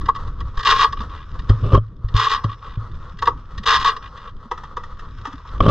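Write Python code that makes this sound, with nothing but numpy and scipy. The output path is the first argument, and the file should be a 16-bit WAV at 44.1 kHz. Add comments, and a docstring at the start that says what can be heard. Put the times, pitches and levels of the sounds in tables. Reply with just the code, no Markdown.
"""Outboard motor that will not start

A small outboard on an open boat at sea is pulled over three times and never fires: filtered grains and
noise make a rasping rattle that surges either side of each compression. Pawls and tiller clack in short
noise bursts, the rope winds back in a noisy chatter and two high sines are the spring.
Decaying hull modes thump, clothing rubs close to the microphone, grains of water lap, rising sines gulp,
and low noise buffets the microphone.
"""
import sys
import numpy as np
from scipy import signal
from scipy.fft import rfft, irfft, next_fast_len
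from scipy.io import wavfile
from scipy.ndimage import uniform_filter1d

SR = 44100
rng = np.random.default_rng(int(sys.argv[2]) if len(sys.argv) > 2 else 0)


def waveform_to_disk(signal):
    """Save audio, clipped to [-1, 1], as 16-bit WAV at the path in sys.argv[1]."""
    frames = np.transpose(np.atleast_2d(signal))
    scaled = np.clip(frames, -1, 1) * 32767
    samples = np.round(scaled).astype(np.int16)
    wavfile.write(sys.argv[1], SR, samples)


N = 251458
TIME = np.arange(N) / SR
GRID_HZ = np.fft.rfftfreq(4096, 1 / SR) + 1e-3

# pulls of the cord, each two surges with a compression between: t/s, take-up/s, first surge/s,
# compression/s, second surge/s, level/dB, dip at the compression/dB
CORD_PULLS = [(0.648, 0.0015, 0.084, 0.053, 0.05, -13, -13), (2.139, 0.017, 0.12, 0.035, 0.06, -19, -13),
              (3.655, 0.0075, 0.11, 0.091, 0.034, -13, -18)]
# starter and cowl resonances: f/Hz, width at -6 dB/Hz, level/dB
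STARTER_MODES = [(442, 70, -12.5), (910, 190, -17), (1123, 140, 4), (1188, 134, -1.5), (1540, 180, -12),
                 (1664, 110, -9), (1907, 193, -10.5), (2430, 260, -18.5), (2843, 210, -13),
                 (3184, 280, -13.5), (3560, 350, -12), (3877, 190, -13.5), (4310, 210, -19),
                 (4954, 890, -21), (5690, 270, -28), (6410, 800, -32.5), (7440, 420, -39.5),
                 (10000, 5500, -62)]
# resonances of a dull knock carried to the microphone: f/Hz, width at -6 dB/Hz, level/dB
KNOCK_MODES = [(210, 400, 4.5), (397, 75, 5.5), (553, 137, 3.5), (1170, 216, 3.5), (1620, 280, -18),
               (3155, 260, -12.5), (5300, 900, -33)]


def from_db(db):
    """Decibels to gain."""
    return 10 ** (np.asarray(db) / 20)


def rms_one(x):
    """Scale to unit rms."""
    return x / np.sqrt(np.mean(x ** 2) + 1e-20)


def in_time(rows):
    """Join the rows of a curve by straight lines."""
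    s, *columns = np.transpose(rows)
    return [np.interp(TIME, s, column) for column in columns]


def add(out, s, sound):
    """Mix a sound in at a time."""
    i = int(np.clip(s * SR, 0, N - 1))
    out[i:i + len(sound)] += sound[:N - i]


def drift(rate):
    """Bounded random wander with a spread near 1, taking a new target rate times a second."""
    return np.interp(TIME * rate, np.arange(4096), rng.uniform(-2, 2, 4096))


def coloured(x, spectrum):
    """Give a steady sound a spectrum; rms 1."""
    hz, db = np.transpose(spectrum)
    log_hz = np.log(np.fft.rfftfreq(N, 1 / SR) + 1e-3)
    gain = from_db(np.interp(log_hz, np.log(hz), db, left=-90, right=-90))
    return rms_one(irfft(rfft(x) * gain, N))


def ringing(resonances):
    """Causal (minimum-phase) impulse response of steep-sided resonances; energy 1."""
    power = sum(from_db(db) ** 2 / (1 + (2 * (GRID_HZ - hz) / width) ** 2) ** 2
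                for hz, width, db in resonances)
    cepstrum = irfft(np.log(power) / 2)
    half = len(cepstrum) // 2
    response = irfft(np.exp(rfft(2 * cepstrum[:half], 2 * half)))[:half]
    return response / np.linalg.norm(response)


def through(x, response):
    """Play a sound through an impulse response."""
    return signal.fftconvolve(x, response)[:len(x)]


def grains(per_s, spread_db):
    """Random tiny impacts whose sizes spread by a number of dB; rms 1."""
    sizes = from_db(spread_db * np.minimum(rng.exponential(1, N), 4)) * rng.choice([-1, 1], N)
    return rms_one(sizes * (rng.random(N) < per_s / SR))


def stroke(s, length, rise, fall):
    """A force that builds, holds and dies away."""
    build = 1 - np.exp(-np.maximum(TIME - s, 0) / rise)
    return build * np.exp(-np.maximum(TIME - s - length, 0) / fall)


def band(x, low_hz, high_hz):
    """Causal band-pass."""
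    edges = [low_hz, min(high_hz, .45 * SR)]
    return signal.sosfilt(signal.butter(2, edges, "band", fs=SR, output="sos"), x)


def effort(rise, fall, nudge_db=8, nudge_from=0.34, nudge_share=0.36):
    """Cord force builds as slack is taken up, sags, nudges the piston over compression and surges again."""
    out = np.zeros(N)
    for s, take_up, first, compression, second, db, dip_db in CORD_PULLS:
        first_surge = stroke(s, first, take_up + rise, fall)
        second_surge = stroke(s + first + compression, second, rise, fall)
        # start and length of the nudge are shares of the compression
        nudge = stroke(s + first + nudge_from * compression, nudge_share * compression, rise, fall)
        whole = stroke(s, first + compression + second, rise, fall)
        held = from_db(dip_db) * np.maximum(whole, from_db(nudge_db) * nudge)
        out += from_db(db) * np.maximum(first_surge + second_surge, held)
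    return out


def releases():
    """The moments at which the arm lets the cord go back."""
    return [s + first + compression + second for s, _, first, compression, second, _, _ in CORD_PULLS]


def pulls(rattle_per_s=450, rasp_db=-3, judder_per_s=62, judder_db=2.0, coast_db=-24, coast_s=0.041,
          flywheel_db=-9, flywheel_width_hz=24):
    """Rope rasp and pawl rattle shake the starter, which judders, rings the flywheel and coasts briefly."""
    # thin metal modes of the flywheel: f/Hz, level/dB
    flywheel_modes = [(1066, -25.5), (1308, -35.5), (1663, -39.5), (1922, -39.5), (2880, -43.5),
                      (3133, -47), (3300, -41), (3526, -42), (4274, -46.5), (4947, -47.5)]
    rasp = from_db(rasp_db) * rng.standard_normal(N)
    shaking = through(grains(rattle_per_s, spread_db=0) + rasp, ringing(STARTER_MODES))
    # the arm keeps the force even: level it over about 16 ms
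    shaking = shaking / np.sqrt(uniform_filter1d(shaking ** 2, size=700) + 1e-9)
    treble = signal.sosfiltfilt(signal.butter(2, 2200, "high", fs=SR, output="sos"), shaking)
    judder = np.cos(2 * np.pi * np.cumsum(judder_per_s * (1 + 0.13 * drift(25))) / SR)
    body = (shaking - treble) * from_db(judder_db * judder)
    # the treble of the rasp flickers at random
    treble = treble * from_db(2.4 * drift(260))
    coast = from_db(coast_db) * sum(stroke(s, 0, rise=0.0097, fall=coast_s) for s in releases())
    bite = effort(rise=0.0019, fall=0.011)
    metal = ringing([(hz, flywheel_width_hz, db) for hz, db in flywheel_modes])
    flywheel = through(bite * rng.standard_normal(N), metal)
    body_force = effort(rise=.009, fall=.011) + coast
    return body_force * body + bite * treble + from_db(flywheel_db) * flywheel


def clacks(table, resonances, low_db, mid_db, upper_db, treble_db, tail_db, tail_s, chatter_s,
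           low_follows, graze=0.39):
    """Each contact grazes, bites and chatters on a resonant body; its lows follow its strength."""
    out, body = np.zeros(N), ringing(resonances)
    t = TIME[:6000] - .012   # room for the graze ahead of the contact
    age = t / max(chatter_s, 1e-3)
    bite = (1 + np.tanh(age / (2 * graze))) / 2
    dying = np.exp(-np.maximum(age, 0)) + from_db(tail_db) * np.exp(-np.maximum(t, 0) / tail_s)
    for s, db, bright_db in table:
        ring = through(rng.choice([-1, 1], len(t)) * bite * dying, body)
        bands = [(330, 664, low_follows * db + low_db),
                 (770, 1196, db + mid_db),
                 (1740, 2000, db + bright_db + upper_db),
                 (2700, 22000, db + bright_db + treble_db)]
        for low_hz, high_hz, level in bands:
            part = band(ring, low_hz, high_hz)
            # same energy as 18 ms at the given level
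            add(out, s + t[0], from_db(level) * part / np.linalg.norm(part) * np.sqrt(0.018 * SR))
    return out


def pawl_clacks():
    """The pawls and rope drum strike the starter, exciting its resonances."""
    # clacks of the pawls and rope drum: t/s, relative level/dB, relative brightness/dB
    contacts = [(0.0074, -24.5, -24), (0.0596, -23, -19.5), (0.0872, 1.5, -40), (0.15, -21, -26.5),
                (0.161, -18.5, -25), (0.2765, -28.5, -24), (0.406, -21.5, -23.5), (0.5746, -17.5, -21.5),
                (0.5937, -17.5, -20.5), (0.6075, -19.5, -19), (0.632, -21.5, -14), (0.843, 1.5, -31),
                (0.9267, -12.5, -26), (1.0052, -18, -26.5), (1.3928, -27.5, -18), (1.4945, -20.5, -17),
                (1.507, -23.5, -33), (1.7487, -3, -38.5), (2.0865, -36, -13), (2.197, -5, -26),
                (2.2655, -3, -30), (2.3152, -8, -22), (2.4408, -13, -27.5), (3.1895, -31.5, -12.5),
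                (3.2232, -7.5, -29), (3.257, -19.5, -18), (3.2735, 0.5, -31.5), (3.5799, -26, -13),
                (3.6356, -28.5, -12.5), (3.847, -3, -23), (3.9664, -17.5, -24), (4.175, -32.5, -16)]
    return clacks(contacts, STARTER_MODES, low_db=-29, mid_db=-11.5, upper_db=1.0, treble_db=1.0,
                  tail_db=-18.0, tail_s=0.014, chatter_s=0.004, low_follows=0.73)


def tiller_knocks():
    """The handle and tiller knock, with a longer tail than the pawls."""
    # knocks of the handle and tiller: t/s, relative level/dB, relative brightness/dB
    contacts = [(3.225, -13, -23.5), (3.279, -7, -29.5), (4.5146, -10.5, -25), (4.5777, -24, -18.5),
                (4.6363, -24, -22), (4.7691, -13, -25.5), (4.8367, -25, -16), (4.994, -36.5, -7.5),
                (5.254, -16, -22.5), (5.2704, -24, -17), (5.3286, -28.5, -16), (5.4525, -29.5, -31)]
    # resonances of the cowl and tiller: f/Hz, width at -6 dB/Hz, level/dB
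    tiller_modes = [(408, 250, -5), (489, 82, 2), (792, 73, -14), (967, 130, -4), (1216, 176, 2.5),
                    (1630, 120, -31.5), (1890, 210, -28), (2670, 330, -20), (3350, 930, -19),
                    (4500, 300, -39), (5360, 1050, -27.5), (6420, 1000, -35)]
    return clacks(contacts, tiller_modes, low_db=-13.5, mid_db=-10.5, upper_db=0.5, treble_db=-2.5,
                  tail_db=-16, tail_s=0.03, chatter_s=0.0041, low_follows=1.54)


def rewinds(ticks_per_s=68, wobble=0.2165, treble_db=2):
    """The spring spins the drum back and the pawls skip over their ratchet: pulsed noise in the starter."""
    # two flutters of the drum after every pull: t after letting go/s, length/s, level/dB
    flutters = [(0.126, 0.062, -37), (0.265, 0.14, -42)]
    turns = np.cumsum(ticks_per_s * (1 + wobble * drift(30))) / SR
    skips = from_db(6.6 * np.cos(2 * np.pi * turns) + 0.94 * drift(70)) * rng.standard_normal(N)
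    chatter = through(skips, ringing(STARTER_MODES))
    chatter = rms_one(chatter + from_db(treble_db) * band(chatter, 870, 3920))
    flutter = sum(from_db(db) * stroke(s + wait, length, rise=.006, fall=0.0052)
                  for s in releases() for wait, length, db in flutters)
    return chatter * flutter


def spring(level_db=-52.5, t60=1.0):
    """The recoil spring rings on thinly after each pull, wavering in level and phase."""
    # recoil spring tones: f/Hz, mean level/dB
    tones = [(5230, -5), (5780, -6)]
    swing = from_db(level_db) * sum(stroke(s, 0, rise=.01, fall=t60 / np.log(1000)) for s in releases())
    return swing * sum(from_db(db + drift(27)) * np.sin(2 * np.pi * hz * TIME + drift(24))
                       for hz, db in tones)


def rope(rustle_db, level_db=-3.0, running_db=-11):
    """Rope and sleeves rustle as the arm moves; the rope hisses in its guide while it is pulled."""
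    # colour of the rope and sleeves: f/Hz, level/dB
    rope_colour = [(880, -27), (1500, -2), (1770, -10.5), (1920, -9.5), (2050, -20), (2240, -16),
                   (3820, -15), (4240, -32), (4600, -29.5), (5400, -15.5), (6030, -30.5), (6500, -30),
                   (6970, -31.5), (7840, -45), (10200, -72), (17200, -120)]
    fibres = (grains(300, spread_db=3) + .9 * rng.standard_normal(N)) * from_db(2 * drift(60))
    running = from_db(running_db) * effort(rise=0.011, fall=0.0049)
    sliding = from_db(rustle_db + level_db) + running
    return sliding * coloured(fibres, rope_colour)


def ticks(rustle_db, per_s=22, level_db=-2, chatter_s=.003):
    """Loose parts of the starter tick faintly in short noise bursts that follow the rustle."""
    chatter = np.exp(-TIME[:1000] / chatter_s)
    touches = through(np.abs(grains(per_s, spread_db=3.5)), chatter) * rng.standard_normal(N)
    ticking = band(through(touches, ringing(STARTER_MODES)), 1300, 9000)
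    return from_db(rustle_db + level_db) * rms_one(ticking)


def thumps(boom_db=2.0, knock_db=-9):
    """Feet and knees push the hull into a boom of decaying modes, with a dull noise-burst knock."""
    # thumps on the hull: t/s, relative boom/dB, contact/s, relative knock/dB
    contacts = [(0.573, -16, 0.036, -47.5), (1.497, -1, 0.0083, -5.5), (1.626, -12.5, 0.0055, -50.5),
                (1.732, -1.5, 0.006, -4), (1.743, -3.5, 0.013, -1), (1.775, -7, 0.003, -8.5),
                (2.043, -12.5, 0.014, -32.5), (2.144, -4.5, 0.011, -21), (2.446, -12, 0.0025, -17),
                (2.773, -16.5, 0.0056, -31), (5.604, -6.5, 0.013, 1.5), (5.663, -12.5, 0.0039, -1.5),
                (5.68, -5.5, 0.0022, -11)]
    # hull modes: f/Hz, level/dB, t60/s
    hull_modes = [(53, -7, 0.1), (98, -13.5, 0.18), (107, 0, 0.23), (128, -18, 0.37), (154, -23.5, 0.075),
                  (228, -27.5, 0.026)]
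    out, t, body = np.zeros(N), TIME[:16000], ringing(KNOCK_MODES)
    hull = sum(from_db(db - 60 * t / t60) * np.cos(2 * np.pi * hz * t) for hz, db, t60 in hull_modes)
    for s, db, contact_s, hard_db in contacts:
        age = 4 * t / contact_s   # the push peaks halfway through the contact
        boom = through(age ** 2 * np.exp(-age), hull)
        add(out, s, -from_db(db + boom_db) * boom / np.abs(boom).max())
        knock = through(rng.standard_normal(len(t)) * np.exp(-t / 0.0068), body)
        # same energy as 7.2 ms at the given level
        add(out, s, from_db(hard_db + knock_db) * knock / np.linalg.norm(knock) * np.sqrt(0.0072 * SR))
    return out


def scuffs(hiss_db=-16, rumble_db=1):
    """Clothing rubs close to the microphone: sticking and slipping grains, a thin hiss and a low rumble."""
    # clothing rubbing close to the microphone: t/s, length/s, relative level/dB
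    rubs = [(1.63, 0.089, -30), (1.718, 0.057, -24.5), (5.618, 0.1, -22.5), (5.681, .05, -14)]
    pressure = sum(from_db(db) * stroke(s, length, rise=0.0038, fall=0.0029) for s, length, db in rubs)
    slips = grains(1500, spread_db=3)
    hiss = from_db(hiss_db) * rms_one(band(slips, 2700, 3600))
    rumble = from_db(rumble_db) * rms_one(band(slips, 75, 150))
    return pressure * (through(slips, ringing(KNOCK_MODES)) + hiss + rumble)


def gulps(swell_s=0.006, rise_per_s=2.0):
    """Trapped pockets of air ring briefly and rise in pitch."""
    # gulps of water under the hull: t/s, starting f/Hz, level/dB
    pockets = [(0.03, 309, -34), (1.002, 201, -28), (1.922, 173, -37), (3.138, 162, -33),
               (3.597, 191, -29.5), (4.455, 223, -36), (5.275, 270, -32), (5.336, 265, -31.5)]
    out, t = np.zeros(N), TIME[:6000]
    swell = t / swell_s * np.exp(1 - t / swell_s)
    for s, hz, db in pockets:
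        cycles = hz * (t + rise_per_s * t ** 2 / 2)
        add(out, s, from_db(db) * swell * np.sin(2 * np.pi * cycles))
    return out


def sea(lapping_db, level_db=-1, patchy_db=4):
    """Small waves splash along the hull: coloured drops and noise of wandering level."""
    # colour of the lapping: f/Hz, level/dB
    sea_colour = [(150, -2.5), (300, -24), (480, -6), (700, -19), (900, -10), (1130, 2.5), (1300, -1),
                  (1550, -15.5), (1900, -16.5), (2300, -34.5), (3400, -23), (6000, -35.5), (9000, -54)]
    drops = grains(1300, spread_db=3.0) + 1.03 * rng.standard_normal(N)
    return from_db(lapping_db + level_db + patchy_db * drift(25)) * coloured(drops, sea_colour)


def wind(level_db=4, lumpy_db=3, apart_db=-26):
    """Eddies press on the microphone as low noise, almost alike in both channels."""
    # strength of the wind: t/s, relative level/dB
    strength = [(0.0, -27.5), (0.71, -35.5), (0.92, -35), (1.2, -39.5), (1.66, -24.5), (1.79, -37),
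                (2.75, -41), (2.94, -35), (3.11, -35.5), (4.57, -41.5), (5.44, -40.5), (5.68, -23)]
    # colour of the wind: f/Hz, level/dB
    wind_colour = [(12, 7), (22, -3), (45, -2.5), (105, -8.5), (160, -19.5), (230, -24), (400, -32.5),
                   (700, -44)]
    wind_db, = in_time(strength)
    shared, apart = [coloured(rng.standard_normal(N), wind_colour) for _ in range(2)]
    gusts = from_db(wind_db + level_db + lumpy_db * drift(14))
    return gusts * (shared + from_db(apart_db) * apart * [[1], [-1]])


def boat(x, echo_db=-15, t60=0.058, apart_db=-13, treble_apart_db=-9):
    """Short reflections off the open hull, which differ between the sides most in the treble."""
    t = TIME[:8000]
    fading = from_db(-60 * t / t60) * (t > .004)   # the first reflection comes after 4 ms
    shared, side = rng.standard_normal((2, len(t))) * fading / np.linalg.norm(fading)
    apart = through(x, side)
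    apart = from_db(apart_db) * apart / 2 + from_db(treble_apart_db) * band(apart, 3200, 7700) / 2
    return x + from_db(echo_db) * through(x, shared) + apart * [[1], [-1]]


def panels(x, apart_db=-18, t60=.03):
    """The hull's panels pass knocks to the two sides unequally; the boom stays nearly alike."""
    t = TIME[:3000]
    response = rng.standard_normal(len(t)) * from_db(-60 * t / t60)
    knocks = band(band(x, 230, 5000), 230, 5000)
    apart = through(knocks, response / np.linalg.norm(response))
    return x + from_db(apart_db) * apart * [[1], [-1]]


def ports(pair):
    """The two microphone ports differ in phase and level by amounts that depend on frequency."""
    # the two microphone ports: f/Hz, lag of the left/rad, left-right level/dB
    differences = [(100, 0, 0.24), (300, 0, -0.8), (550, 0, 1.6), (1110, 0, 1), (2260, 0.8, 1.5),
                   (3540, 0.014, 2), (5600, 1.58, -3), (6600, 0.58, 0.6), (12000, 0.65, 1)]
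    hz, lag, db = np.transpose(differences)
    size = 2 * next_fast_len(N // 2 + 4096)
    bins = np.fft.rfftfreq(size, 1 / SR)
    # the left takes half the difference, the right its inverse
    half = from_db(np.interp(bins, hz, db) / 2) * np.exp(-.5j * np.interp(bins, hz, lag))
    return irfft(rfft(pair, size) * np.array([half, 1 / half]), size)[:, :N]


def scene():
    """Airborne sounds pick up the boat's reflections; thumps and scuffs spread unequally to the sides."""
    # background between the pulls, one stretch each: t/s, relative lapping/dB, relative sleeve rustle/dB
    background = [
        [(0.03, -41.5, -57), (0.11, -44.5, -70), (0.202, -41.5, -60), (0.388, -42.5, -60), (0.54, -44, -56.5)],
        [(1.05, -41, -53), (1.244, -45, -56), (1.656, -40.5, -48), (1.804, -55, -63), (2.04, -50, -76)],
        [(2.58, -42, -55), (2.73, -47, -69), (2.972, -47, -55), (3.478, -52, -59), (3.56, -44.5, -56)],
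        [(4.08, -43, -67.5), (4.294, -47, -70), (5.068, -46.5, -56.5), (5.192, -44.5, -50.5),
         (5.56, -43.5, -51.5)],
    ]
    lapping_db, rustle_db = in_time(np.vstack(background))
    starter = pulls() + pawl_clacks() + tiller_knocks() + rewinds() + spring()
    airborne = starter + rope(rustle_db) + ticks(rustle_db) + sea(lapping_db)
    bumps = panels(thumps() + scuffs())
    return ports(boat(airborne) + bumps + gulps() + wind())


def record(dry):
    """The loudest peaks are rounded and the top is cut."""
    rounded = dry / (1 + dry ** 6) ** (1 / 6)
    # stopband 70 dB down from 15.7 kHz
    return signal.sosfilt(signal.cheby2(12, 70, 15700, fs=SR, output="sos"), rounded)


dry = scene()
out = record(dry)
waveform_to_disk(out)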